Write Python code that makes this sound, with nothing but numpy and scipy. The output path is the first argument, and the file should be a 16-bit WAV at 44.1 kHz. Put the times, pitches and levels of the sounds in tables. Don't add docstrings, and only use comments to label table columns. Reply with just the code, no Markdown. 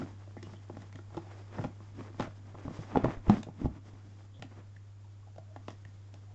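import sys
import numpy as np
from scipy import signal
from scipy.fft import rfft, irfft, next_fast_len
from scipy.io import wavfile
from scipy.ndimage import map_coordinates

SR = 44100
rng = np.random.default_rng(int(sys.argv[2]) if len(sys.argv) > 2 else 0)


def inscribe(sig):
    pcm = np.round(np.clip(np.atleast_2d(sig).T, -1, 1) * 32767)
    wavfile.write(sys.argv[1], SR, pcm.astype(np.int16))


N = 279898

# (time [s], ring peak level [dB], low pitch the struck spot favours [Hz],
# its boost [dB], high favoured pitch [Hz], its boost [dB], snap level relative to the ring [dB],
# hardness as ring tilt [dB per octave])
BOX_CONTACTS = [(0.017, -30.5, 339, 6, 1416, 9.5, -31, -1.5), (0.274, -46, 334, 7.5, 598, 16, -31, -9.5),
                (0.366, -37, 332, 6.5, 1846, 12, -24, -5.5), (0.427, -36, 339, 12, 1960, 14.5, -6, -1),
                (0.468, -41, 138, 10, 1195, 10, -26, -5), (0.534, -40, 136, 3.5, 1981, 6.5, -18.5, -1.5),
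                (0.697, -32, 343, 7, 652, 9.5, -30, -2.5), (0.75, -48.5, 162, 3, 1766, 5, -33, -1.2),
                (0.768, -34.5, 156, 5, 1976, 9, -20.5, -1.5), (0.819, -44.5, 226, 3, 1870, 13, -9.5, -2.3),
                (0.926, -48.5, 242, 5, 2035, 11, -12, 1.2), (0.949, -41.5, 254, 5, 2067, 9, -29.5, -8),
                (0.956, -44, 246, 5, 1970, 8, -8.5, 7), (0.988, -39.5, 339, 10.5, 1497, 12.5, -21.5, 2.2),
                (1.103, -49.5, 194, 5, 840, 9, -18, 1.5), (1.123, -45.5, 140, 10.5, 1028, 14.5, -23.5, -3),
                (1.145, -40, 167, 4, 1394, 5, -20.5, -1.2), (1.168, -28.5, 328, 6, 1093, 5, -17, -4),
                (1.175, -26.5, 353, 6, 874, 13, -24, -1.5), (1.266, -46, 204, -1, 786, 21, -24, -8),
                (1.583, -29, 264, -0.6, 1658, 8, -32, -3), (1.589, -28, 161, -0.6, 1637, 5, -30, -3.5),
                (1.612, -33, 145, -0.6, 1384, 10.5, -25.5, -7),
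                (1.639, -28, 142, -1.2, 1400, 4.5, -19, -1.5), (1.645, -23, 142, -1.2, 772, 3, -30, -5),
                (1.803, -44, 156, 4, 1117, 9, -34, -3.5), (2.101, -44.5, 339, 8.5, 910, 6, -28, -3),
                (2.143, -43, 172, 5, 1023, 7.5, -29, -2.2), (2.197, -20.5, 232, 1.2, 934, 5, -19, -1.5),
                (2.205, -22.5, 264, 6, 862, 11, -13, 3), (2.224, -31, 253, 3, 1500, 3.5, -12, 3.5),
                (2.271, -36.5, 141, 5, 594, 6.5, -24, -2.5),
                (2.543, -37.5, 231, 0.6, 1190, -0.6, -36, -4.5),
                (2.55, -37.5, 265, 8, 1028, 9.5, -27.5, 0.2), (2.651, -32, 266, 10.5, 700, 3, -33, -2.5),
                (2.679, -27.5, 140, -2.5, 1160, 10.5, -30.5, -6),
                (2.705, -33.5, 226, 3, 2169, 9, -31.5, -8.5), (2.789, -31, 151, 5, 2175, 12.5, -27, -8),
                (2.95, -25, 269, 1.5, 1160, 5, -34, -4), (2.956, -15, 269, 1.5, 800, 9, -34, -2.5),
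                (2.97, -10.5, 253, 3, 483, 10.5, -27, -2.2),
                (3.036, -21.5, 161, -2.5, 468, 1.5, -27.5, -8.7), (3.043, -11.5, 141, 3, 610, 7, -24, 0.6),
                (3.055, -19.5, 140, 1.5, 1023, 10.5, -33, -3.5), (3.082, -27, 182, 5, 1647, 5.5, -29, -2.2),
                (3.169, -36, 248, 4.5, 1582, 11, -27, -4.5), (3.268, -32.5, 140, -1.2, 800, 6, -40, -4),
                (3.28, -24, 139, 5, 2126, 3, -31, -7), (3.296, -6, 210, 12, 700, 6, -24, -3.5),
                (3.346, -24.5, 215, 15, 2121, 5, -24, -6.5), (3.43, -36.5, 185, 5, 2500, 14, -1.5, 0.9),
                (3.467, -34.5, 368, 10.5, 560, 14.5, -34, -3.5), (3.485, -34, 167, -3, 877, 14, -31, -6.5),
                (3.614, -25.5, 231, 5, 1626, 11, -33, -7), (3.644, -27, 138, 4.5, 2094, 5.5, -35, -3.5),
                (3.654, -19, 140, 0.2, 883, 9.5, -34.5, -7.5), (3.932, -44, 244, 8, 1852, 15, -27, -9),
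                (4.394, -43.5, 140, 3.5, 2143, 15, -17, -4), (4.423, -31.5, 143, 9, 2100, 10.5, -9, 2.3),
                (4.443, -38, 264, 8, 2126, 21, -34.5, -7.5),
                (4.763, -50.5, 151, 10.5, 1770, 29, -10.5, -5.3),
                (5.271, -51.5, 297, 5, 1152, 10.5, -24.5, -5.5),
                (5.36, -47.5, 221, -5, 668, 7, -16.5, -2.3), (5.381, -36, 148, 11.5, 696, 14, -19, 0.6),
                (5.561, -33.5, 266, 8.5, 690, 9, -20.5, 3.5), (5.681, -25.5, 140, -6, 992, 4.5, -16, 1.5),
                (5.704, -40, 140, 7.5, 1700, 15, -11, -1.5), (5.85, -44, 159, 18, 1800, 21, -9, 0.6),
                (6.14, -42.5, 172, 5, 684, 14.5, -9, -1.5)]
# (frequency [Hz], level [dB])
WALL_MODES = [(120.8, -11), (150.3, -6), (214.3, -4), (264.4, -2), (341, -1.5), (481.4, -0.5), (603, 1.5),
              (680, -1.5), (822.4, 2), (1019, -1.5), (1140, -2), (1366, 0.5), (1825, -3.5), (1610, -10.5),
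              (2030, -6), (2230, -16.5), (2500, -14.5), (2850, -20), (3270, -13)]
# (time [s], length [s], pitch [Hz], level before envelope [dB])
BLADE_SQUEAKS = [(0.369, 0.035, 1950, -60), (0.443, 0.031, 2920, -64), (0.557, 0.02, 3160, -63),
                 (0.926, 0.065, 2190, -70), (1.562, 0.025, 5300, -65), (4.336, 0.06, 3400, -66.5),
                 (4.342, 0.066, 530, -66.5), (4.763, 0.01, 1770, -54), (5.044, .03, 900, -65),
                 (5.225, 0.043, 1135, -68.5), (5.269, .02, 720, -60), (5.472, 0.077, 627, -62),
                 (5.69, 0.023, 3380, -62), (6.135, 0.033, 765, -59.5), (6.266, 0.086, 700, -67.5)]
# (frequency [Hz], density [dB per Hz])
SCRAPE_SPECTRUM = [(150, -37.5), (250, -11.5), (319, -3.5), (431, -9), (590, -9.5), (1120, -12.5),
                   (1230, -13.5), (1310, -16), (2060, -19), (4000, -35), (5200, -65.5), (8800, -120)]
# (frequency [Hz], density [dB per Hz])
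DRAG_SPECTRUM = [(20, -19), (60, -16), (130, -8), (220, -4.5), (320, -8.5), (500, -37)]
# (frequency [Hz], density [dB per Hz])
FIZZ_SPECTRUM = [(1060, -17.5), (1800, -19), (2390, -14.5), (2580, -12.5), (2780, -8), (3300, -2.5),
                 (4150, -8), (4960, -3.5), (7360, -9), (8670, -27), (11300, -55), (19100, -120)]
# (frequency [Hz], density [dB per Hz])
HISS_SPECTRUM = [(20, 2.5), (60, 1.5), (130, -3), (300, -10.5), (700, -15.5), (1500, -19.5), (3000, -26),
                 (5500, -31.5), (7300, -26), (7900, -41), (8800, -52.5)]
# (frequency [Hz], level [dB])
SNAP_SPECTRUM = [(500, -28.5), (1200, -10), (2000, -5), (3500, 0), (4200, -6.5), (5200, -3.5), (7300, -6),
                 (8000, -18), (8800, -30.5)]
# (time [s], pitch [Hz], level before envelope [dB])
EXTRA_THUMPS = [(1.587, 108, -37), (1.641, 65, -36), (2.2, 59, -42), (2.274, 54, -46), (2.651, 97, -33.5),
                (2.679, 97, -36), (3.036, 118, -28), (3.043, 118, -27), (3.169, 27, -31), (3.28, 54, -18),
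                (3.296, 118, -23), (3.614, 59, -35.5), (3.644, 65, -19.5), (3.654, 118, -28),
                (3.932, 32, -44), (4.394, 113, -38), (5.85, 108, -50)]
# (time of full strength [s], hold [s], scrape on the walls [dB],
# rug drag [dB], tape and skin fizz [dB])
RUB_STROKES = [(0, .03, -52, -42, -63), (.08, .04, -57, -56, -71), (.2, .04, -62, -70, -76),
               (.45, .08, -64, -55, -72), (.75, .03, -63, -55, -77), (.83, .04, -59, -59, -73),
               (1.14, .09, -60, -65, -73), (1.3, .12, -58.5, -68, -73), (1.555, .02, -50, -58, -69),
               (1.6, .07, -54, -43, -68), (1.99, .02, -57, -48, -73), (2.04, .025, -53, -60, -68),
               (2.225, .02, -47, -47, -63), (2.47, .03, -59, -59, -74), (2.59, .11, -55, -60, -72),
               (2.74, .11, -52.5, -59, -63.5), (2.925, .03, -49.5, -50, -70), (3, .02, -47, -48, -70),
               (3.065, .01, -43, -31, -68), (3.1, .04, -45.5, -54, -63), (3.32, .02, -41, -45, -63),
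               (3.355, .045, -51, -41, -61), (3.62, .03, -53, -39, -69), (3.69, .03, -57, -48, -73),
               (3.76, .02, -60, -52, -78), (3.86, .14, -62, -59, -73), (4.05, .05, -63, -58, -73),
               (4.19, .06, -67, -75, -75), (4.52, .08, -58.5, -57, -78), (5.69, .035, -60, -68, -68)]
# (time [s], scrape level [dB])
HAND_SHIFTING = [(0, -66), (.6, -67), (1.05, -69), (1.75, -64), (2.4, -65), (3.2, -66), (3.75, -66),
                 (4.28, -75), (4.45, -68), (4.75, -78), (5.3, -77), (5.6, -70), (6.35, -72)]
RISE_DB_PER_S = [260, 300, 240]
FALL_DB_PER_S = [250, 300, 380]

HUM_HZ = 99.7
TOP_HZ = 8823
REF_DB = -35
RING_T60_S, DAMPED_PER_DB = .062, .012
CONTACT_S, LONGER_S_PER_DB = .0015, .00002
SNAP_T60_S, SHORTER_PER_DB = .05, .035
SNAP_TILT_DB, DULLER_PER_DB = -3, .22
THUMP_HZ, THUMP_DB = 112, -21
IDLE_SCRAPE_DB = -65
DRAG_DB, DRAG_FOLLOWS = -65, .45
FIZZ_DB, FIZZ_FOLLOWS = -74.5, .3


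def amp(db):
    return 10 ** (np.asarray(db) / 20)


def unit(x):
    return x / np.sqrt(np.mean(x ** 2) + 1e-20)


def wobble(rate):
    knots = rng.standard_normal(int(N * rate / SR) + 4)
    return map_coordinates(knots, [np.arange(N) * rate / SR])


def coloured(x, points):
    m = next_fast_len(len(x) + 4096)
    f, level = np.transpose(points)
    bins = np.fft.rfftfreq(m, 1 / SR)
    db = np.interp(np.log(bins + 1), np.log(f + 1), level, right=-120)
    return irfft(rfft(x, m) * amp(db), m)[:len(x)]


def grit(rate, spread_db, share):
    happens = rng.random(N) < rate / SR
    size = amp(spread_db * np.minimum(rng.exponential(size=N), 4))
    slips = happens * size * rng.standard_normal(N)
    share = np.clip(share, 0, 1)
    return np.sqrt(share) * unit(slips) + np.sqrt(1 - share) * rng.standard_normal(N)


def room_tone():
    phase = 2 * np.pi * np.cumsum(HUM_HZ + 0.42 * wobble(2.5)) / SR
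    hum = amp(-45.5 + 0.25 * wobble(6.1)) * np.sin(phase)
    hiss = amp(-62) * unit(coloured(rng.standard_normal(N), HISS_SPECTRUM))
    return hum + hiss


def pressure_db():
    t = np.arange(0, N, 64) / SR
    idle_db = np.interp(t, *np.transpose(HAND_SHIFTING))
    idle_drag_db = DRAG_DB + DRAG_FOLLOWS * (idle_db - IDLE_SCRAPE_DB)
    idle_fizz_db = FIZZ_DB + FIZZ_FOLLOWS * (idle_db - IDLE_SCRAPE_DB)
    power = amp([idle_db, idle_drag_db, idle_fizz_db]) ** 2
    for s, hold, *top_db in RUB_STROKES:
        before_db = np.outer(RISE_DB_PER_S, np.maximum(s - t, 0))
        after_db = np.outer(FALL_DB_PER_S, np.maximum(t - s - hold, 0))
        power += amp(np.array(top_db)[:, None] - before_db - after_db) ** 2
    return [np.interp(np.arange(N) / SR, t, 10 * np.log10(p)) for p in power]


def rubbing():
    scrape_db, drag_db, fizz_db = pressure_db()
    flutter = wobble(35)
    scrape_db = scrape_db + 2.2 * flutter
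    drag_db = drag_db + 1.4 * flutter + 2.1 * wobble(20)
    fizz_db = fizz_db + 1.5 * flutter + 1.2 * wobble(60)
    scrape = amp(scrape_db) * unit(coloured(grit(650, 2.5, .35), SCRAPE_SPECTRUM))
    drag = amp(drag_db) * unit(coloured(grit(250, 2.2, .25), DRAG_SPECTRUM))
    fizz = amp(fizz_db) * unit(coloured(grit(2500, 2.2, .3), FIZZ_SPECTRUM))
    return scrape + drag + fizz


def thump(hz, t):
    return np.sin(2 * np.pi * hz * t) * amp(-60 * t / 0.13) * (1 - np.exp(-t / 0.001))


def favoured(hz, spot_hz):
    return np.exp(-(np.log2(hz / spot_hz) / 0.22) ** 2)


def wall_ring(t, db, low_hz, low_db, high_hz, high_db, hard_db):
    hz, level = np.transpose(WALL_MODES)[..., None]
    near_low = favoured(hz, low_hz)
    spot_db = low_db * near_low + high_db * favoured(hz, high_hz) + hard_db * np.log2(hz / 300)
    t60 = RING_T60_S * np.exp(-DAMPED_PER_DB * (db - REF_DB)) * (300 / hz) ** .75
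    t60 = t60 * (1 + 0.041 * max(low_db, 0) * near_low)
    level_chance, pitch_chance, phase_chance = rng.standard_normal((3, len(WALL_MODES), 1))
    phase = 2 * np.pi * hz * (1 + .015 * pitch_chance) * t + 1.53 * phase_chance
    mode_db = level + spot_db + 1.6 * level_chance - 60 * t / t60
    return (amp(mode_db) * np.sin(phase)).sum(0)


def snap_noise(t, db, snap_db):
    steps_db = 3.6 * rng.standard_normal(len(t) // 32 + 1).repeat(32)[:len(t)]
    crackle = rng.standard_normal(len(t)) * amp(steps_db)
    tilt_db = SNAP_TILT_DB - DULLER_PER_DB * (db - REF_DB)
    colour = [(f, v + tilt_db * np.log2(f / 3500)) for f, v in SNAP_SPECTRUM]
    tail_t60 = SNAP_T60_S * np.exp(-SHORTER_PER_DB * (snap_db + 25))
    fade = amp(-60 * t / 0.013) + .5 * amp(-60 * t / tail_t60)
    return unit(coloured(crackle, colour)) * fade


def knocks():
    out = np.zeros(N + SR)
    t = np.arange(SR // 4) / SR
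    for s, db, low_hz, low_db, high_hz, high_db, snap_db, hard_db in BOX_CONTACTS:
        contact = max(CONTACT_S + LONGER_S_PER_DB * (db - REF_DB), .0002)
        rise = 1 - np.exp(-(t / contact) ** 2)
        ring = wall_ring(t, db, low_hz, low_db, high_hz, high_db, hard_db) * rise
        snap = snap_noise(t, db, snap_db) * np.sqrt(rise)
        blow = ring / abs(ring).max() + amp(THUMP_DB) * thump(THUMP_HZ, t) + amp(snap_db) * snap
        out[round(s * SR):][:len(t)] += amp(db) * blow
    for s, thump_hz, db in EXTRA_THUMPS:
        out[round(s * SR):][:len(t)] += amp(db) * thump(thump_hz, t)
    return out[:N]


def room(x):
    t = np.arange(SR // 3) / SR
    colour = [(60, -5), (400, -5), (2000, -3), (8000, -2)]
    tail = coloured(rng.standard_normal(len(t)), colour) * amp(-60 * t / 0.2)
    delayed = np.pad(x, (300, 0))
    return signal.fftconvolve(delayed, tail / np.linalg.norm(tail))[:N]


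def squeaks():
    out = np.zeros(N + SR)
    for s, length, hz, db in BLADE_SQUEAKS:
        u = np.arange(round(length * SR)) / (length * SR)
        band = [(hz * .7, -60), (hz * .9, -8), (hz, 0), (hz * 1.1, -8), (hz * 1.5, -45)]
        noise = unit(coloured(rng.standard_normal(len(u)), band))
        out[round(s * SR):][:len(u)] += amp(db) * np.sin(np.pi * u ** .6) * noise
    return out[:N]


def scene():
    hits = knocks() + squeaks()
    return (hits + amp(-14) * room(hits) + rubbing() + room_tone())[None]


def record(dry):
    keep = np.exp(-1 / (1.5 * SR))
    loudness = np.sqrt(signal.lfilter([1 - keep], [1, -keep], dry ** 2))
    x = dry / (1 + loudness / amp(-21.5))
    m = next_fast_len(N + SR)
    passed = np.fft.rfftfreq(m, 1 / SR) < TOP_HZ
    return irfft(rfft(x, m) * passed, m)[..., :N]


dry = scene()
out = record(dry)
inscribe(out)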